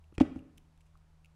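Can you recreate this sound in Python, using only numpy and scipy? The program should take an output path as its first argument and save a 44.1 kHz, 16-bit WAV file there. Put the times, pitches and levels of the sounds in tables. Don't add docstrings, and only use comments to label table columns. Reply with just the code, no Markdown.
import sys
import numpy as np
from scipy import signal
from scipy.fft import rfft, irfft, next_fast_len
from scipy.io import wavfile
from scipy.ndimage import map_coordinates

SR = 44100
rng = np.random.default_rng(int(sys.argv[2]) if len(sys.argv) > 2 else 0)


def unload_audio(sound):
    columns = np.transpose(np.atleast_2d(sound))
    steps = np.round(np.clip(columns, -1, 1) * 32767)
    wavfile.write(sys.argv[1], SR, steps.astype(np.int16))


N = 59535

# frequency in Hz, level in dB.
BRIGHT_SPECTRUM = [(500, -24), (1700, -7), (2700, 6), (4000, -5), (8000, -3), (11000, -6), (15000, -14.5)]


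def amp(db):
    return 10 ** (np.asarray(db) / 20)


def unit(x):
    return x / np.sqrt(np.mean(x ** 2) + 1e-20)


def along(points, hz):
    freqs, values = np.transpose(points)
    return np.interp(np.log(hz + 1), np.log(freqs + 1), values)


def filtered(x, response):
    size = next_fast_len(len(x) + SR // 2)
    return irfft(rfft(x, size) * response(np.fft.rfftfreq(size, 1 / SR)), size)[:len(x)]


def noise(spectrum):
    return unit(filtered(rng.standard_normal(N), lambda hz: amp(along(spectrum, hz))))


def wobble(rate):
    return map_coordinates(rng.standard_normal(int(N * rate / SR) + 4), [np.arange(N) * rate / SR])


def since(start):
    return np.maximum(np.arange(N) / SR - start, 0)


def fade(start, t60, attack):
    t = since(start)
    return (1 - np.exp(-t / attack)) * np.exp(-np.log(1000) * t / t60)


def ring(start, hz, t60, attack):
    return np.sin(2 * np.pi * hz * since(start)) * fade(start, t60, attack)


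def hum_and_air(hum_hz=78.6, waver_db=0.44):
    # time in seconds, level of the fundamental in dB, level of the octave in dB.
    hum_levels = [(.1, -60, -75), (0.402, -66.5, -67), (.6, -65.5, -68.5), (1.3, -66, -67)]
    # frequency in Hz, relative spectral density in dB.
    air_spectrum = [(20, -0.5), (30, 6), (55, -5.5), (110, -15.5), (200, -22.5), (450, -28.5), (900, -26),
                    (1800, -35), (4000, -40), (8000, -44.5), (12000, -49), (14000, -60.5)]
    t = since(0)
    times, *harmonic_levels = np.transpose(hum_levels)
    out = amp(-62.5) * noise(air_spectrum)
    for harmonic, db in enumerate(harmonic_levels, 1):
        rms = amp(np.interp(t, times, db) + waver_db * wobble(5))
        out += np.sqrt(2) * rms * np.sin(2 * np.pi * (harmonic * hum_hz * t + rng.random()))
    return out


def ticks(t60=0.0081, lower_ratio=0.84):
    # start in seconds, ring level in dB, resonance in Hz, snap level in dB, rise in seconds.
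    creaks = [(.041, -50, 2700, -62.5, 0.0023), (.126, -52.5, 1308, -88.5, .001),
              (.391, -45.5, 2820, -64.5, 0.00082), (0.575, -82, 3880, -56, 0.00083),
              (.5797, -46.5, 2950, -51, 0.00019), (.776, -78.5, 2966, -67.5, 0.00047),
              (0.807, -59.5, 2560, -67, 0.00091), (0.954, -44, 1240, -88, 0.0012),
              (.973, -67, 4500, -65.5, 0.00058), (1.2463, -49.5, 2706, -59, 0.00046),
              (1.2575, -53.5, 2680, -61.5, 0.00033)]
    out = np.zeros(N)
    for start, db, hz, snap_db, rise in creaks:
        modes = ring(start, hz, t60, rise) - amp(-6) * ring(start, hz * lower_ratio, t60, rise)
        snap = noise(BRIGHT_SPECTRUM) * fade(start, t60=0.013, attack=rise)
        out += amp(db) * modes + amp(snap_db) * snap
    return out


def reverberation(x, build_s=0.0027):
    # frequency in Hz, reverberation time in seconds.
    decay_times = [(60, 0.57), (250, 0.86), (550, .65), (2700, 0.6), (6000, .42), (12000, 0.43)]
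    # frequency in Hz, gain of the tail in dB.
    colour = [(40, -5.5), (90, 1), (170, -2.5), (270, -14), (420, -2.5), (600, -3.5), (900, -9),
              (1400, 5.5), (2700, -1), (5000, 0.5), (12000, 1.5)]
    hz, t, spectra = signal.stft(rng.standard_normal(SR), SR, nperseg=256)
    decay = np.exp(-np.log(1000) * t / along(decay_times, hz)[:, None])
    _, tail = signal.istft(spectra * decay, SR, nperseg=256)
    tail = filtered(tail / np.linalg.norm(tail), lambda f: amp(along(colour, f)))
    tail *= 1 - np.exp(-np.arange(len(tail)) / SR / build_s)
    return amp(-11.5) * signal.fftconvolve(x, tail)[:N]


def knocks(wall_hz=96, wall_lag_s=0.0021, pat_lag_s=0.0028, pat_width_s=0.00089):
    # start in seconds, thump level in dB, softness cut-off in Hz, share of the free ring
    # time, crack level in dB, wall push in dB, pat level in dB.
    contacts = [(0.123, -56, 2370, 0.83, -72, -59.5, -43), (0.1805, -26.5, 901, 0.44, -31.5, -31, -20.5),
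                (0.2076, -8, 1500, 0.89, -36.5, -24, -43.5), (0.314, -32.5, 290, 0.87, -82, -49, -48),
                (0.36, -29.5, 540, 0.78, -51, -35, -50.5), (0.386, -48, 505, 0.66, -72, -42.5, -82),
                (.452, -47, 316, 1, -80, -72, -77)]
    # frequency in Hz, relative level in dB, free 60 dB decay time in seconds.
    box_modes = [(200.9, -22, 0.02), (257.8, 0.5, .07), (314.4, -3, 0.086), (427, -12.5, .035),
                 (564.5, -19.5, .085), (657, -29, 0.044), (722, -5, 0.011), (782, -26.5, .05),
                 (970, -28, 0.01), (1299, -38, .09), (2304, -45.5, .06)]
    cavity_modes = [(262.7, -31.5, 0.6), (302.5, -39.5, .6), (391.8, -37, .3), (623, -36.5, 0.32)]
    polarities = [1, 1, -1, 1, -1, -1, 1, 1, 1, -1, 1]
    # frequency in Hz, level in dB.
    crack_spectrum = [(100, -18.5), (750, -14), (1050, -5.5), (1400, 5), (1850, -6), (2650, 5.5),
                      (3800, -13.5), (6500, -11.5), (9500, -19.5), (12000, -37), (15000, -42.5)]
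    out = np.zeros(N)
    for start, db, soft_hz, free, crack_db, push_db, pat_db in contacts:
        drive = lambda hz: amp(db) / np.sqrt(1 + (hz / soft_hz) ** 4)
        for sign, (hz, mode_db, t60) in zip(polarities, box_modes):
            out += sign * amp(mode_db) * drive(hz) * ring(start, hz, t60 * free, attack=0.00045)
        for hz, mode_db, t60 in cavity_modes:
            out += free * amp(mode_db) * drive(hz) * ring(start, hz, t60, attack=0.01)
        out += amp(crack_db) * noise(crack_spectrum) * fade(start, t60=0.011, attack=0.4 / soft_hz)
        out += amp(pat_db) * np.exp(-((since(0) - start - pat_lag_s) / pat_width_s) ** 2)
        out += amp(push_db) * ring(start + wall_lag_s, wall_hz, t60=0.09 * free, attack=0.003)
    return out


def rubbing(grain_hz=903, rough_db=5, release_t60=0.019):
    # start in seconds, level in dB, hold in seconds.
    scuffs = [(0.2011, -35, 0.00034), (0.2033, -41, 0.00087), (0.2103, -41.5, 0.0089)]
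    # frequency in Hz, level in dB.
    scuff_spectrum = [(200, -11), (750, 2), (1200, -8.5), (1800, -8), (2500, 1.5), (3200, -6), (3900, -12),
                      (6500, -18), (9500, -26), (15000, -46)]
    # centre in seconds, level in dB, half-length in seconds.
    slides = [(0.152, -67.5, 0.0081), (0.371, -76.5, 0.03), (0.812, -72.5, .006), (0.867, -77, 0.0075)]
    grainy = lambda spectrum: unit(noise(spectrum) * amp(rough_db * wobble(grain_hz)))
    out = np.zeros(N)
    for start, db, hold in scuffs:
        envelope = (since(start) > 0) * np.exp(-np.log(1000) * since(start + hold) / release_t60)
        out += amp(db) * grainy(scuff_spectrum) * envelope
    for centre, db, half_length in slides:
        swell = np.exp(-((since(0) - centre) / half_length) ** 2)
        out += amp(db) * grainy(BRIGHT_SPECTRUM) * swell
    return out


def scene(card_top_hz=11600):
    box = filtered(knocks() + rubbing(), lambda hz: 1 / np.sqrt(1 + (hz / card_top_hz) ** 8))
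    close_ticks = ticks()
    room = reverberation(box + amp(-4) * close_ticks)
    return (box + close_ticks + room + hum_and_air())[None]


def record(dry, low_hz=29.98, top_hz=15800):
    passband = lambda hz: 1j * hz / (low_hz + 1j * hz) * (hz < top_hz)
    return np.array([filtered(x, passband) for x in dry])


dry = scene()
out = record(dry)
unload_audio(out)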